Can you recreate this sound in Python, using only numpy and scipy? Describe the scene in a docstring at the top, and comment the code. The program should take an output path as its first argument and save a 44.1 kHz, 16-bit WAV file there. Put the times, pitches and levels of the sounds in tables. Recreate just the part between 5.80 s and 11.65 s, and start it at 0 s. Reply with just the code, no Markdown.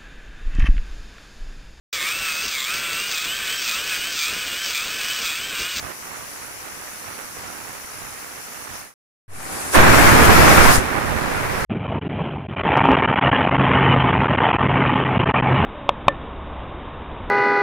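"""Two pressure cookers hiss on a gas stove, one after the other, close to two microphones. The small one leaks
steadily as the first scene fades out. The second scene fades in on the big one, which lifts the weight on its
vent for a one-second blast, then keeps blowing softly. The hollow in front of each microphone colours the hiss.
The strong hiss overloads each microphone, adding a lumpy roar and rumble, different left and right."""
import sys
import numpy as np
from scipy import signal
from scipy.fft import rfft, irfft, next_fast_len
from scipy.io import wavfile
from scipy.ndimage import uniform_filter1d, map_coordinates

SR = 44100
rng = np.random.default_rng(int(sys.argv[2]) if len(sys.argv) > 2 else 0)


def dump(signal):
    """Clip the signal to [-1, 1] and save it as 16-bit WAV at the path in sys.argv[1]."""
    limited = np.clip(np.atleast_2d(signal).T, -1, 1)
    pcm = np.round(limited * 32767).astype(np.int16)
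    wavfile.write(sys.argv[1], SR, pcm)


N = 257984
TIME_S = np.arange(N) / SR

def amp(db):
    """Turn decibels into a gain."""
    return 10 ** (np.asarray(db) / 20)

def unit(x):
    """Scale each channel to an average power of 1."""
    return x / np.sqrt(np.mean(x ** 2, axis=-1, keepdims=True) + 1e-20)

def filtered(x, response):
    """Turn each frequency up or down by the gain response(hz)."""
    size = next_fast_len(N + 8192)
    return irfft(rfft(x, size) * response(np.fft.rfftfreq(size, 1 / SR)), size)[..., :N]

def ramp(start_s, end_s):
    """Go from 0 to 1 between two times."""
    return np.clip((TIME_S - start_s) / (end_s - start_s), 0, 1)

def swells(rows):
    """Rise and fall around each row's time; one curve per column of heights."""
    return sum(np.outer(heights, ramp(s - half, s) - ramp(s, s + half)) for s, half, *heights in rows)

def wobble(rate_hz):
    """A smooth random curve for each side."""
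    points = rng.standard_normal((2, int(N * rate_hz / SR) + 4))
    return np.array([map_coordinates(side, [TIME_S * rate_hz]) for side in points])

def rush(colour, patchy_db):
    """Separate rushing noise on each side, with random louder and softer patches."""
    bands = signal.stft(rng.standard_normal((2, N)), nperseg=512)[2]
    patches = uniform_filter1d(rng.standard_normal(bands.shape), 5, axis=1)
    patches = uniform_filter1d(patches, 8, axis=2)
    noise = signal.istft(bands * amp(patchy_db * patches / patches.std()), nperseg=512)[1][:, :N]
    pitch_hz, *sides_db = np.transpose(colour)
    gain = lambda hz: amp([np.interp(np.log(hz + 1), np.log(pitch_hz), db, -120, -120) for db in sides_db])
    return unit(filtered(noise, gain))

def overload_roar(roar, rumble, roar_colour, rumble_colour, fast_db, slow_db, patchy_db):
    """A lumpy, spiky roar and rumble from the hiss overloading each microphone."""
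    lumps = amp(np.c_[fast_db] * wobble(520) + np.c_[slow_db] * wobble(60))
    roaring = roar * unit(lumps * rush(roar_colour, patchy_db))
    return roaring + rumble * unit(lumps * rush(rumble_colour, patchy_db=1.0))

# Gusts and lulls of steam on the right: time_s, half_length_s, roar_db, rumble_db
STEAM_GUSTS = [(.07, 0.097, 8.5, 14), (.18, .05, -4.5, -4), (.34, 0.12, 6.5, 3), (.67, .09, 2, 1.5),
               (.87, 0.056, 3.5, -1), (1.07, 0.11, 3, -1), (1.28, 0.086, 7.5, 6), (1.41, 0.11, 6, 6),
               (1.65, 0.12, 4.5, 6), (1.85, 0.22, 5, 8), (2.25, .15, 3, 14), (2.55, 0.21, 2.5, 2),
               (2.75, 0.059, 3.5, 0), (2.93, 0.13, 5, 8), (5.01, 0.014, 2, 2), (5.17, 0.076, 5.5, -2),
               (5.36, 0.12, 3, 2.5), (5.56, 0.11, 1.5, 1), (5.76, 0.076, 1, 1)]
# The hiss briefly swells or sags: time_s, half_length_s, left_db, right_db
HISS_BUMPS = [(2.97, .05, 3.5, -0.5), (3.95, 0.033, 1, 3.5), (4.03, 0.11, -4, -3), (4.95, 0.05, 0.5, 3)]

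def gusty_gains(levels_db):
    """Gains of roar, rumble and hiss: steam brushes the right microphone, and all three drift."""
    roar_db, rumble_db = swells(STEAM_GUSTS)
    bumps_db = [np.outer([0, 1], roar_db), np.outer([0, 1], rumble_db), swells(HISS_BUMPS)]
    drift_db = [depth_db * wobble(7) for depth_db in (.5, 1.4, .25)]
    return amp(levels_db + np.array(bumps_db) + drift_db)

# Faint tones of the small vent: pitch_hz, width_hz, level_db, swell_time_s, swell_db
VENT_TONES = [(5750, 45, -51.5, 2.2, 1), (5900, 60, -52.5, 1.0, 5)]

def vent_whistle():
    """Two fuzzy tones, each a narrow band of noise that swells once."""
    noises = amp(1.7 * wobble(3.4)) * rng.standard_normal((2, N))
    whistle = np.zeros(N)
    for noise, (pitch_hz, width_hz, level_db, time_s, swell_db) in zip(noises, VENT_TONES):
        tone = unit(filtered(noise, lambda hz: np.exp(-((hz - pitch_hz) / width_hz) ** 2)))
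        whistle += amp(level_db + swells([(time_s, .5, swell_db)])[0]) * tone
    return whistle

def hum(pitch_hz=295, level_db=-57):
    """A faint tone whose loudness wavers."""
    return amp(level_db + 2.8 * wobble(4.44)[0]) * np.sin(2 * np.pi * pitch_hz * TIME_S)

# Colours (how strong each pitch is next to the others): pitch_hz, left_db, right_db
SMALL_ROAR_COLOUR = [(120, -26, -19), (194, -5, -1), (600, -4.5, -0.5), (1310, -1, 1.5), (1910, -1.5, -1),
                     (2500, -3, -6), (3060, -7, -12), (4500, -37, -17.5)]
SMALL_RUMBLE_COLOUR = [(8, -9, -8), (40, -5, -6), (90, -2, 1.5), (160, -5, -2), (238, -17, -25)]
SMALL_HISS_COLOUR = [(2000, -24, -8), (3300, -12.5, -17), (4600, -5.5, -13), (5300, -3.5, -11.5),
                     (5850, -2, -16), (6400, -2, -13), (7200, -3.5, -13), (8000, -8, -11), (9200, -9, -7.5),
                     (10160, -12, -1.5), (11200, -10, -5), (12300, -12.5, -9.5), (14400, -9, -13),
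                     (16000, -12, -13)]
# Base loudness, one row each for roar, rumble and hiss: left_db, right_db
SMALL_LEVELS = [(-40.5, -38), (-55.5, -51.5), (-38.5, -38)]

def small_cooker():
    """A thin, steady leak with its whistle and a hum on the left, as the scene fades out."""
    fade = (1 - ramp(3.003, 3.153)) ** 1.16 * (TIME_S < 3.14)
    roar, rumble, hiss = fade * gusty_gains(np.array(SMALL_LEVELS)[..., None])
    tones = np.outer([1, 0], fade * (vent_whistle() + hum()))
    jet = hiss * unit(amp(0.37 * wobble(40)) * rush(SMALL_HISS_COLOUR, patchy_db=1.55))
    overload = overload_roar(roar, rumble, SMALL_ROAR_COLOUR, SMALL_RUMBLE_COLOUR,
                             fast_db=[1.5, 2.4], slow_db=[.4, .5], patchy_db=0.4)
    return overload + jet + tones

BIG_START_S = 3.48
# Base loudness before, during and after the blast; rows are roar, rumble, hiss: left_db, right_db
LEAK_LEVELS = [(-30, -31.5), (-40.5, -41), (-33, -30)]
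BLAST_LEVELS = [(-10.5, -9), (-21, -14.5), (-20, -21)]
AFTER_LEVELS = [(-25, -22), (-37, -27.5), (-35.5, -35.5)]
# How the same three follow the weight: rise_start_s, rise_end_s, fall_start_s, fall_end_s
WEIGHT_TIMES = [(3.925, 3.951, 4.9, 5.02), (3.93, 3.97, 4.95, 5.03), (3.91, 3.95, 4.955, 5.03)]

def weight_valve():
    """The big cooker's gains: the scene fades in on a leak, the weight lifts for the blast, then drops back."""
    leak, blast, after = np.array([LEAK_LEVELS, BLAST_LEVELS, AFTER_LEVELS])[..., None]
    rise = np.array([ramp(*row[:2]) for row in WEIGHT_TIMES])[:, None]
    fall = np.array([ramp(*row[2:]) for row in WEIGHT_TIMES])[:, None]
    fade = ramp(3.476, 3.753) ** np.c_[[0.86, 0.53, 1.11]] * (TIME_S >= BIG_START_S)
    return fade[:, None] * gusty_gains(leak + rise * (blast - leak) + fall * (after - blast))

# Colours of the big cooker's roar, rumble and three hisses: pitch_hz, left_db, right_db
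BIG_ROAR_COLOUR = [(118, -19, -15.5), (198, -2, 1), (604, -1, -3), (1330, -0.5, -3), (1930, -2.5, -6.5),
                   (2460, -5.5, -11.5), (3080, -13, -20), (4530, -23, -26)]
BIG_RUMBLE_COLOUR = [(7.9, -8, 1), (29.8, -7, -4), (90, -0.5, 1.5), (161.5, -5, -1), (241, -17, -30)]
LEAK_COLOUR = [(2010, -25, -6), (3320, -10, -13), (5000, -1, -12.5), (7200, 1, -11), (8000, -1, -5),
               (9000, -5, -3.5), (10200, -9, 0.5), (11500, -12, -6.5), (13000, -16, -11), (16000, -19, -19)]
BLAST_COLOUR = [(1998, -17, -5), (3280, -3, -2), (5300, 2, -0.5), (7000, 0, -2.5), (8500, -2, -2.5),
                (10300, -4.5, 2), (12000, -5.5, -2), (15900, -8, -7)]
AFTER_COLOUR = [(2000, -20, -28), (3330, -4, -5), (5250, 2, -1.5), (7460, -1, -5.5), (9000, -4, -2),
                (10400, -7, 1), (12000, -7, -3.5), (16000, -8, -8)]

def big_cooker(roar, rumble, hiss, lift_s=3.94, narrow_s=4.92, drop_s=5.01):
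    """The steam's hiss changes colour as the weight lifts, narrows the vent and settles."""
    opened = ramp(lift_s, lift_s + 0.018) * (1 - 0.84 * ramp(narrow_s, narrow_s + .04))
    settled = ramp(drop_s, drop_s + .04)
    shares = np.sqrt([(1 - opened) * (1 - settled), opened * (1 - settled), settled])
    colours = (LEAK_COLOUR, BLAST_COLOUR, AFTER_COLOUR)
    blend = sum(share * rush(colour, patchy_db=1.36) for share, colour in zip(shares, colours))
    jet = hiss * amp(0.55 * wobble(30)) * blend
    return jet + overload_roar(roar, rumble, BIG_ROAR_COLOUR, BIG_RUMBLE_COLOUR,
                               fast_db=[.7, 2.2], slow_db=[.4, 1.4], patchy_db=0.9)

# Tones under the big cooker's leak: pitch_hz, level_db, loudest_s, half_length_s
LEAK_NOTES = [(100, -44, 3.5, .14), (540, -43, 3.75, .12), (772, -39.5, 3.77, .24)]

def leak_tones():
    """Three faint, pure tones swell and die away."""
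    tones = sum(swells([(loudest_s, half_s, amp(db))])[0] * np.sin(2 * np.pi * hz * TIME_S)
                for hz, db, loudest_s, half_s in LEAK_NOTES)
    return tones * (TIME_S >= BIG_START_S)

# Low thumps as the signal shifts off centre: start_s, rise_s, left_peak, right_peak
THUMPS = [(3.48, 0.054, 0.025, 0.02), (3.955, 0.053, -0.21, -.2), (4.979, 0.0029, -0.58, -0.029)]

def overload_thumps(roar):
    """Each overloaded microphone's signal shifts off centre, and wanders more as the roar grows."""
    sway = 1.23 * roar ** 2 * wobble(36)
    for start_s, rise_s, left, right in THUMPS:
        age = np.clip(TIME_S - start_s, 0, None) / rise_s
        sway += np.outer([left, right], age * np.exp(1 - age))
    return sway

def scene():
    """The small cooker, then the big one."""
    roar, rumble, hiss = weight_valve()
    return small_cooker() + big_cooker(roar, rumble, hiss) + leak_tones() + overload_thumps(roar)

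def record(dry, top_hz=15600):
    """The microphone input rounds off and clips the blast's peaks and cuts the highest treble."""
    rounded = dry / (1 + np.abs(dry / 1.02) ** 5) ** (1 / 5)
    treble_cut = lambda hz: np.sin(np.pi / 2 * np.clip((top_hz + 150 - hz) / 300, 0, 1)) ** 2
    return np.clip(filtered(rounded, treble_cut), -1, 1)

dry = scene()
out = record(dry)
dump(out)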